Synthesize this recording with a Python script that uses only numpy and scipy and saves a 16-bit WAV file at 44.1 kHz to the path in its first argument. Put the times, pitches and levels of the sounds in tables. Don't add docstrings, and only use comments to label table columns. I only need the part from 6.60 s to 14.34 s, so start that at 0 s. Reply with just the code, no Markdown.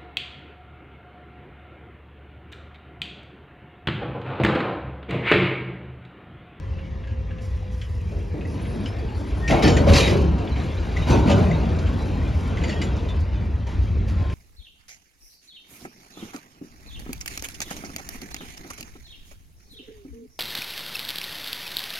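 import sys
import numpy as np
from scipy import signal
from scipy.fft import rfft, irfft, next_fast_len
from scipy.io import wavfile
from scipy.ndimage import uniform_filter1d

SR = 44100
rng = np.random.default_rng(int(sys.argv[2]) if len(sys.argv) > 2 else 0)


def linear_from_db(decibels):
    return 10 ** (np.asarray(decibels, float) / 20)


def materialize(psi):
    bounded = np.clip(np.atleast_2d(psi).T, -1, 1)
    quanta = np.round(bounded * 32767).astype(np.int16)
    wavfile.write(sys.argv[1], SR, quanta)


N = 341334


def evened(x):
    return x / np.sqrt(np.mean(x ** 2) + 1e-20)


def read(points, hz):
    f, value = np.transpose(points)
    return np.interp(np.log(hz + 1), np.log(f + 1), value)


def add(mix, s, sound):
    part = mix[round(s * SR):][:len(sound)]
    part += sound[:len(part)]


def ring(modes, stretch=0.85, shorter=0.96):
    t = np.arange(9000) / SR
    out = np.zeros(9000)
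    for hz, db, t60 in modes:
        fade = linear_from_db(db - 60 * t / (min(t60, .25) * shorter))
        out += fade * np.sin(2 * np.pi * hz * stretch * t)
    return out


def resonate(x, hz, width):
    return signal.lfilter(*signal.iirpeak(hz, hz / width, SR), x)


def surges(steady_db, events):
    power, t = linear_from_db(2 * steady_db), np.arange(SR) / SR
    for start, db, rise, t60 in events:
        rise = max(rise, .004)
        fade_db = db - 60 * np.maximum(t - rise, 0) / t60
        add(power, start, np.minimum(t / rise, 1) ** 2 * linear_from_db(2 * fade_db))
    return 10 * np.log10(power)


# t/s, load/dB
LOAD = [(0, -37), (.7, -38.5), (1.2, -41), (1.85, -35), (2.15, -29), (2.5, -32), (2.87, -28), (3.9, -30),
        (4.3, -27.5), (5.1, -24.5), (5.7, -27.5), (6.1, -25), (6.4, -27), (6.65, -32), (7.0, -33.5),
        (7.4, -33.5), (7.74, -33)]
# start/s, jolt level/dB, steel over boom/dB, rise/s, steel t60/s
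JOLTS = [(.72, -54, -2.5, 0.13, 9.4), (2.875, -14.5, -16.5, 0.034, 0.69), (3.019, -14, -13.5, 0.015, 0.62),
         (3.163, -18, -19.5, 0.0051, 0.91), (3.26, -13, -15.5, 0.034, 0.89), (3.32, -18.5, -3, 0.047, 0.69),
         (3.47, -17.5, -23.5, 0.034, 0.68), (3.78, -29, -19, 0.0086, 3), (3.95, -31, -13.5, 0.01, 3.5),
         (4.36, -27.5, -12.5, 0.0082, 1), (4.456, -15, -16, 0.048, 0.64), (4.645, -15, -19, 0.049, 1.02),
         (5.24, -37, -16, 0.019, 0.28), (5.97, -41.5, -4, 0.079, 0.62), (6.212, -40.5, -0.5, .008, 0.24),
         (7.06, -33.5, -14.5, 0.021, 1.4), (7.46, -37.5, -8, 0.028, 0.53), (7.57, -32, -16.5, 0.023, 1.1)]
# start/s, level/dB, t60/s
SCUFFS = [(.8, -69, 1.3), (1.1, -70, 7.4), (1.86, -70.5, 7.6), (2.37, -73, 0.37), (2.56, -69, 12),
          (3.77, -72, 0.42), (3.96, -84, 0.31), (4.27, -70, .9), (5.37, -70, 2.9), (5.76, -65, 0.71),
          (6.59, -64, 0.13), (7.06, -70, 0.77), (7.22, -68, 0.29), (7.47, -66, 0.47), (7.712, -67, .5)]
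BOOM_LAG_S, BOOM_T60_S, THRUM_T60_S = 0.014, 1.23, 1.9
STEEL_DB, STEEL_SHARE = -50.5, 0.9
GRIT_DB, GRIT_SHARE = -73.5, 1.255
THRUM_DB, THRUM_DB_PER_S, THRUM_JOLT_DB = -28, 0.9, -4


def levels():
    t = np.arange(N) / SR
    load_db = np.interp(t, *np.transpose(LOAD))
    thrum_jolts, boom_jolts, steel_jolts = [], [], []
    for s, db, over_db, rise, t60 in JOLTS:
        thrum_jolts.append((s, db + THRUM_JOLT_DB, rise + BOOM_LAG_S, THRUM_T60_S))
        boom_jolts.append((s, db, rise + BOOM_LAG_S, BOOM_T60_S))
        steel_jolts.append((s, db + over_db, rise, t60))
    scrapes = [(s, db, 0.018, t60) for s, db, t60 in SCUFFS]
    thrum_db = surges(THRUM_DB + THRUM_DB_PER_S * t, thrum_jolts)
    boom_db = surges(load_db, boom_jolts)
    steel_db = surges(STEEL_DB + STEEL_SHARE * (load_db + 32), steel_jolts)
    grit_db = surges(GRIT_DB + GRIT_SHARE * (steel_db + 48), scrapes)
    return thrum_db, boom_db, steel_db, grit_db


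def wash(calm, crash, level_db, size, patchy_db, streak_db, flicker_db):
    hop = size // 4
    frames, hz = N // hop + 5, np.fft.rfftfreq(size, 1 / SR)
    re, im = rng.standard_normal((2, 2, len(hz), frames))
    a, b = rng.standard_normal((2, len(hz), frames))
    patches = evened(uniform_filter1d(uniform_filter1d(a, size=8, axis=0), size=10, axis=1))
    streaks = evened(uniform_filter1d(uniform_filter1d(b, size=2, axis=0), size=24, axis=1))
    flicker = evened(uniform_filter1d(rng.standard_normal(frames), size=4))
    force = np.clip((level_db - level_db.min()) / np.ptp(level_db), 0, 1)
    force = force[np.minimum(np.arange(frames) * hop, N - 1)]
    colour = linear_from_db(read(calm, hz)[:, None] * (1 - force) + read(crash, hz)[:, None] * force)
    colour /= np.sqrt((colour ** 2).mean(0))
    unrest_db = patchy_db * patches + streak_db * streaks + flicker_db * flicker
    z = (re + 1j * im) * colour * linear_from_db(unrest_db)
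    noise = signal.istft(z, nperseg=size, noverlap=size - hop)[1][:, :N]
    return linear_from_db(level_db) * evened(noise)


# f/Hz, level/dB per Hz
BOOM_CALM = [(59, -63), (100, -4.5), (172, -5), (274, -15), (368, -15.5), (436, -17), (523, -20),
             (613, -23.5), (1020, -26.5), (1500, -35), (1950, -24.5), (3300, -120)]
BOOM_CRASH = [(59, -47), (100, -1), (277, -8), (408, -12), (541, -14.5), (592, -13.5), (671, -17),
              (1070, -22.5), (1130, -29), (1340, -27), (1500, -24.5), (1950, -51), (3300, -120)]


def boom(level_db):
    return wash(BOOM_CALM, BOOM_CRASH, level_db - 1.5, 1024, patchy_db=1.0, streak_db=2.5, flicker_db=-0.23)


# f/Hz, level/dB per Hz
STEEL_CALM = [(800, -61), (1150, 1), (1480, -3), (1700, -0.5), (2300, 3.5), (2800, 0), (3300, -2.5),
              (5800, -14.5), (7000, -21), (9100, -46), (15000, -120)]
STEEL_CRASH = [(650, -59), (1100, 3), (1390, -11.5), (2440, -3), (3460, -8), (3920, -12), (4830, -10),
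               (5300, -30.5), (7000, -19), (9100, -38), (15400, -120)]


def steel(level_db):
    return wash(STEEL_CALM, STEEL_CRASH, level_db - 0.1, 512, patchy_db=0.5, streak_db=3.5, flicker_db=0.76)


# f/Hz, width/Hz, level/dB
FRAME = [(1870, 250, 8), (2040, 37, -7), (2363, 59, 5), (2520, 50, 5), (2800, 34, 4), (2950, 52, -1),
         (3190, 37, 0.5), (3830, 60, 6.5), (4100, 29, 3.5), (4485, 30, 0), (5190, 64, -10),
         (5360, 42, -1.5), (6050, 34, -4), (6680, 67, 0.5)]


def rattle(level_db, per_s=1500, spread_db=2.5):
    strength_db = spread_db * np.minimum(rng.exponential(1, N), 4)
    taps = linear_from_db(strength_db) * (rng.random(N) < per_s / SR)
    modes = FRAME + FRAME
    which, out = rng.integers(0, len(modes), N), np.zeros(N)
    for k, (hz, width, db) in enumerate(modes):
        tone = ring([(hz, db, 2.0 / width)], rng.uniform(0.94, 1.005), 1.0)
        out += signal.oaconvolve(taps * (which == k), tone)[:N]
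    return evened(out) * linear_from_db(level_db + .35 * (level_db - level_db.max()) - 1.5)


# t/s,
# peak level/dB, note f/Hz, t60/s
THUDS = [(1.521, -22, 388, 0.62), (1.743, -20.5, 317, 0.99), (2.903, -3, 665, 0.11), (2.929, -2, 656, 0.23),
         (3.035, 1, 286, 0.26), (3.063, -0.5, 260, 0.17), (3.269, -2, 533, 0.4), (3.298, -7, 184, 0.19),
         (4.555, -12, 225, 0.2), (4.661, -6, 208, 0.23), (4.878, -13.5, 624, 0.12), (2.6, -22, 270, 0.8),
         (4.495, -8, 342, 0.25), (6.8, -14.5, 147, 0.35), (4.688, -7, 565, 0.3), (4.717, -18, 217, 0.37),
         (5.14, -20.5, 194, 0.69), (1.023, -31, 790, 0.16), (4.499, -16, 914, 0.48),
         (4.549, -39, 1050, 0.23), (4.699, -10.5, 726, 0.2), (7.072, -24, 855, 0.16), (7.3, -21.5, 118, 1),
         (7.501, -41, 1385, 4.8)]


def thuds():
    out, t = np.zeros(N), np.arange(12000) / SR
    for s, db, hz, t60 in THUDS:
        n = rng.standard_normal(12000)
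        shake = evened(resonate(resonate(n, hz, 160), hz, 260))
        add(out, s - .005, linear_from_db(db - 13.0 - 60 * t / t60) * shake * np.minimum(t / 0.0054, 1))
    return out


# t/s, peak level/dB, low knock f/Hz, high knock f/Hz, brightness/dB
BLOWS = [(2.2592, -23.5, 2930, 5060, -12.5), (2.8791, -16, 2330, 5650, -9), (2.9086, -11, 1985, 4440, -19),
         (3.025, -14.5, 2087, 5120, -9), (3.0792, -11, 1760, 4700, -7.5),
         (3.1682, -11.5, 1856, 6860, -11.5), (3.2704, -23.5, 2100, 5260, -9),
         (3.293, -22.5, 2940, 3690, -13), (3.405, -20, 2350, 4000, 2.5), (4.716, -19, 2920, 3590, -6),
         (3.335, -16, 2520, 4100, 1), (3.3565, -19, 2860, 5190, -8), (3.379, -20, 3220, 3940, 1),
         (3.477, -13, 1977, 5130, -10), (3.2955, -19, 2880, 3870, -12), (4.4255, -33.5, 2940, 3640, -8),
         (4.4707, -30, 2620, 5000, -11), (4.658, -37, 1870, 3540, -8), (4.6725, -26.5, 2500, 3850, -10),
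         (4.684, -25, 2640, 4800, -9), (4.482, -24, 2410, 4980, -18), (4.508, -25.5, 2520, 6050, -1.5),
         (4.701, -17, 2640, 4800, -9.5), (5.9728, -23.5, 1980, 3230, -14.5), (6.038, -17, 2040, 6900, -16),
         (6.0834, -26.5, 1870, 6700, -9), (6.0949, -17.5, 1876, 4430, -12), (6.103, -27, 2900, 4200, -16),
         (6.2171, -16.5, 2036, 4800, -10)]
# t/s, peak level/dB, low knock f/Hz, brightness/dB
TAPS = [(.188, -34.5, 1624, -31), (.4376, -35, 1675, -31), (.473, -33.5, 1604, -18),
        (0.709, -33.5, 1550, -21.5), (.7856, -34.5, 2630, -18.5), (1.216, -28.5, 3160, -11.5),
        (1.81, -31.5, 2525, -23), (1.991, -33.5, 2260, -19), (2.055, -31, 2040, -30),
        (6.127, -29, 2630, -14), (3.783, -32.5, 2640, -8), (.51, -38.5, 2730, -21),
        (3.8747, -26.5, 3370, -31), (3.9603, -30.5, 2980, -17), (6.489, -29.5, 3550, -11),
        (5.189, -35, 2320, -0.5), (5.2709, -27, 1520, -15.5), (6.3674, -35.5, 2520, -3.5),
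        (7.07, -39, 1910, -3), (6.017, -27, 1690, -24), (7.6992, -30.5, 1560, -12.5)]
BLOW_TONE, TAP_TONE, TAP_HIGH_HZ = .47, .35, 4250


def clanks():
    out, t = np.zeros(N), np.arange(9000) / SR
    low_band = signal.butter(3, [1600, 3200], "band", fs=SR, output="sos")
    high_band = signal.butter(3, [3200, 7500], "band", fs=SR, output="sos")
    hits = [(*row, BLOW_TONE) for row in BLOWS]
    hits += [(s, db, hz, TAP_HIGH_HZ, bright_db, TAP_TONE) for s, db, hz, bright_db in TAPS]
    for s, db, low_hz, high_hz, bright_db, tone in hits:
        n = rng.standard_normal(9000)
        low = evened(signal.sosfilt(low_band, n))
        high = evened(signal.sosfilt(high_band, n))
        t60 = .13 * linear_from_db(.06 * (db + 30))
        crack = (low + linear_from_db(bright_db + 5) * high) * linear_from_db(-60 * t / t60)
        knock = ring([(low_hz, 0, .055), (1.06 * low_hz, -2, .05), (1.47 * low_hz, -15, .05),
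                      (high_hz, bright_db + 4, .05)], 1.)
        blow = .9 * (1 - tone) * crack * np.minimum(t / .0015, 1)
        blow += 2.8 * tone * knock * np.minimum(t / .004, 1)
        add(out, s - .002, linear_from_db(db - 9.0) * blow)
    return out


def unsteady_tones(rows):
    out, t = np.zeros(N), np.arange(N) / SR
    wobble, flutter = uniform_filter1d(rng.standard_normal((2, N)), size=400) * np.sqrt(400)
    flutter = flutter + .15 * evened(uniform_filter1d(flutter, size=5000))
    for start, loudest, end, hz0, hz1, db in rows:
        shake = .45 if hz0 != hz1 else 1
        on = (t >= start) & (t < end)
        hz = np.interp(t[on], [start, end], [hz0, hz1]) * (1 + .0035 * shake * wobble[on])
        turns = np.cumsum(hz) / SR
        swell = np.interp(t[on], [start, loudest, end], [0, 1, 0]) ** .9
        out[on] += linear_from_db(db + 1.5 + 2.6 * shake * flutter[on]) * swell * np.sin(2 * np.pi * turns)
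    return out


# start/s, loudest/s, end/s, start f/Hz, end f/Hz, level/dB
SQUEAL = [
    (2.812, 2.89, 2.935, 1848, 1846, -28.5),
    (7.48, 7.66, 8.2, 1048, 1053, -44),
]
# start/s, loudest/s, end/s, f/Hz, level/dB
SQUEAKS = [(3.035, 3.055, 3.16, 4475, -31), (3.025, 3.035, 3.09, 5130, -35), (3.03, 3.08, 3.16, 5356, -34),
           (3.035, 3.07, 3.16, 3050, -29.5), (3.04, 3.1, 3.2, 6830, -40), (3.17, 3.2, 3.225, 4350, -43),
           (3.36, 3.385, 3.42, 4100, -29), (3.33, 3.345, 3.42, 3800, -31), (3.42, 3.445, 3.5, 3795, -27),
           (3.33, 3.345, 3.4, 5190, -33), (3.38, 3.41, 3.45, 2400, -29), (2.878, 2.885, 2.93, 2650, -35),
           (3.355, 3.38, 3.44, 9680, -43), (3.91, 3.93, 3.95, 4000, -44), (4.405, 4.43, 4.46, 3790, -39),
           (4.495, 4.52, 4.57, 6050, -40), (4.5, 4.53, 4.575, 2520, -37), (4.52, 4.53, 4.55, 3900, -41),
           (4.69, 4.71, 4.76, 6680, -46), (4.69, 4.72, 4.78, 2560, -37), (4.76, 4.77, 4.8, 4900, -46),
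           (4.925, 4.935, 4.975, 3760, -45), (6.07, 6.09, 6.2, 6780, -54), (6.09, 6.105, 6.17, 5350, -49),
           (6.085, 6.1, 6.15, 4500, -51), (6.11, 6.125, 6.15, 2800, -46), (6.215, 6.225, 6.27, 2950, -42),
           (5.975, 5.99, 6.005, 3350, -47), (6.085, 6.105, 6.21, 1870, -42),
           (6.215, 6.235, 6.27, 7040, -45), (6.485, 6.5, 6.545, 3540, -43), (4.09, 4.125, 4.14, 3500, -46),
           (4.17, 4.185, 4.2, 4000, -48), (5.35, 5.42, 5.46, 3950, -50), (5.665, 5.68, 5.7, 3500, -49),
           (2.257, 2.27, 2.38, 5240, -50), (2.257, 2.27, 2.33, 5030, -52), (2.385, 2.392, 2.42, 4650, -53)]
# start/s, loudest/s, end/s, f/Hz, level/dB
RINGS = [(2.95, 2.97, 3.2, 2200, -33), (4.655, 4.677, 4.73, 206, -19), (4.498, 4.52, 4.63, 350.4, -24.5),
         (2.9, 2.927, 2.98, 660, -23.5), (3.265, 3.292, 3.37, 560.3, -21), (3.03, 3.06, 3.1, 280, -18.5),
         (6.15, 6.17, 6.2, 1882, -46), (6.11, 6.13, 6.15, 5360, -52), (3.02, 3.025, 3, 5900, -29.5),
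         (3.03, 3.04, 2.9, 6750, -43), (3.035, 3.06, 2.8, 2700, -31), (3.035, 3.068, 3.07, 1790, -26.5),
         (3.335, 3.37, 3.25, 3150, -26), (3.335, 3.36, 3.4, 4500, -26), (3.345, 3.36, 3.45, 5900, -35),
         (3.465, 3.478, 3.56, 2050, -33.5), (3.47, 3.488, 3.64, 3000, -41), (4.465, 4.49, 4.4, 2570, -38),
         (4.49, 4.5, 4.8, 920, -35), (4.69, 4.698, 4.73, 1220, -30), (4.69, 4.705, 4.77, 560, -27.5),
         (4.7, 4.71, 4.8, 2950, -37), (6.036, 6.047, 6.085, 6900, -54), (6.036, 6.045, 5.8, 3050, -41),
         (6.036, 6.038, 6.2, 4650, -46), (6.115, 6.13, 6.15, 2650, -44), (.18, 0.184, .24, 2750, -56),
         (.43, .5, 0.82, 2750, -61), (.43, .5, .56, 1650, -54), (.7, .715, .76, 1680, -52),
         (.7, .715, .76, 2800, -56), (.78, .795, 0.69, 1650, -54), (1.21, 1.225, 1.3, 2980, -54),
         (2.257, 2.273, 2.3, 2370, -47.5)]


def squeaks():
    held = [(a, b, c, hz, hz, db) for a, b, c, hz, db in SQUEAKS + RINGS]
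    return unsteady_tones(SQUEAL + held)


# t/s, peak level/dB, f/Hz
CLINKS = [
    (1.851, -33, 1950),
    (4.3635, -28, 1950),
    (4.3687, -22, 2026),
    (4.9125, -22, 2040),
]
# ratio to f, level/dB, t60/s
PIN = [(1, 6, 0.033), (1.07, -2.5, 0.043), (2.35, -22, .04), (2.8, -23, .05), (3.42, -16, 0.042)]


def clinks():
    out, t = np.zeros(N), np.arange(9000) / SR
    for s, db, hz in CLINKS:
        add(out, s, linear_from_db(db - 0.5) * ring(PIN, hz, 0.87) * np.minimum(t / 0.0039, 1))
    return out


# t/s, level/dB
LINKS = [(1.868, -60.5), (1.909, -58), (1.95, -66), (2.015, -54), (2.068, -56), (2.098, -56.5), (2.14, -61),
         (2.198, -59), (2.274, -58.5), (2.562, -63), (2.669, -59), (2.774, -59)]
# f/Hz, level/dB, t60/s
LINK = [(9400, 11, .05), (9800, 9, 0.08), (10300, 5.5, 0.16), (10600, 3.5, 0.12), (10750, -2, .05)]


def chain():
    out, t = np.zeros(N), np.arange(9000) / SR
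    for s, db in LINKS:
        a = rng.random()
        sway_hz = 170 * np.sin(2 * np.pi * (a + (30 + 50 * a) * t + 700 * t ** 2))
        slide = np.cos(2 * np.pi * np.cumsum(sway_hz) / SR)
        add(out, s, linear_from_db(db + 0.5) * slide * ring(LINK, 0.966 + .03 * a) * np.minimum(t / 0.0099, 1))
    return out


# f/Hz, level/dB per Hz
GRIT = [(3200, -13), (5000, 6.5), (6800, 1), (8300, 1.5), (10000, -3.5), (12000, -9.5), (14000, -11.5),
        (15800, -11), (16500, -61)]


def grit(level_db):
    return wash(GRIT, GRIT, level_db + 11, 512, patchy_db=1.0, streak_db=2.5, flicker_db=1.8)


# f/Hz, level/dB per Hz
THRUM = [(12, -53), (20, -65), (43, -30), (51, 6), (65, 7), (85, 4), (108, -9.5), (139, -57), (160, -28),
         (210, -48), (350, -120)]


def thrum(level_db):
    return wash(THRUM, THRUM, level_db, 2048, patchy_db=0.0, streak_db=-1.5, flicker_db=-1.77)


# start/s, loudest/s, end/s, start f/Hz, end f/Hz, level/dB
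WHINE = [
    (-6, 1, 5, 733, 381, -50.5),
    (-4, 2.6, 3.2, 1340, 876, -62),
]


def whine():
    return unsteady_tones(WHINE)


# f/Hz, t60/s
LOT = [(100, 0.94), (1000, 0.8), (1800, 0.28), (4000, 0.2), (12000, 0.21)]


def echoes(x):
    taps = np.zeros((2, SR))
    at = np.arange(400, SR - 20, 20) + rng.integers(0, 20, (2, (SR - 401) // 20))
    np.put_along_axis(taps, at, rng.choice([-1., 1.], at.shape), 1)
    hz, t, z = signal.stft(taps, SR, nperseg=256)
    tail = signal.istft(z * linear_from_db(-60 * t / read(LOT, hz)[:, None]), SR, nperseg=256)[1]
    return signal.fftconvolve(x[None], tail / np.linalg.norm(tail[0]), axes=1)[:, :N]


def scene():
    thrum_db, boom_db, steel_db, grit_db = levels()
    parts = rattle(steel_db) + thuds() + clanks() + squeaks() + clinks() + chain() + whine()
    washes = boom(boom_db) + steel(steel_db) + grit(grit_db) + thrum(thrum_db)
    direct = parts * linear_from_db([[-.4], [-6.]])
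    reflected = linear_from_db([[-12.], [-3.]]) * echoes(parts)
    return washes + direct + reflected


# f/Hz, likeness 0-1
LIKE = [(60, .995), (260, .96), (600, .85), (1000, .72), (1300, .4), (1800, .62), (2200, .93), (6000, .97),
        (7300, .9), (9500, .82), (13000, .75)]
# f/Hz, phase/radians
LEAD = [(40, 0), (260, -.55), (500, -.85), (800, -1.05), (1250, -.4), (1480, .5), (2100, .1), (5900, .1),
        (6450, .6), (7300, 1.45), (8300, 3.14), (9500, 4.7), (10800, 6.1), (12000, 6.4), (14400, 9.4)]
# f/Hz, level/dB
TILT = [(60, .3), (130, .8), (280, .2), (610, 2.4), (1330, 2.6), (1900, 2.6), (2400, .3), (13600, .1)]
# from f/Hz, to f/Hz
ONLY_SUM = [(2450, 6250), (10600, 12700)]
ONLY_DIFFERENCE = [(7720, 8800), (14150, 22050)]


def two_ports(dry):
    size = next_fast_len(N + 4096)
    hz, (track, field) = np.fft.rfftfreq(size, 1 / SR), rfft(dry, size)
    like = np.clip(read(LIKE, hz), 0, 1)
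    half = np.exp(.5j * read(LEAD, hz)) * linear_from_db(-read(TILT, hz) / 2)
    left = track / half
    right = (like * track + np.sqrt(1 - like ** 2) * field) * half
    total = (left + right) / 2 * (1 - sum((hz > a) & (hz < b) for a, b in ONLY_DIFFERENCE))
    difference = (left - right) / 2 * (1 - sum((hz > a) & (hz < b) for a, b in ONLY_SUM))
    low_cut = hz ** 2 / np.sqrt(hz ** 4 + 44.8 ** 4)
    return irfft(np.array([total + difference, total - difference]) * low_cut, size)[:, :N]


def band_limit(x):
    return signal.sosfilt(signal.butter(12, 15790, fs=SR, output="sos"), x)


def record(dry):
    limited = 1.1 * np.tanh(two_ports(dry) / 1.07)
    return band_limit(limited)


dry = scene()
out = record(dry)
materialize(out)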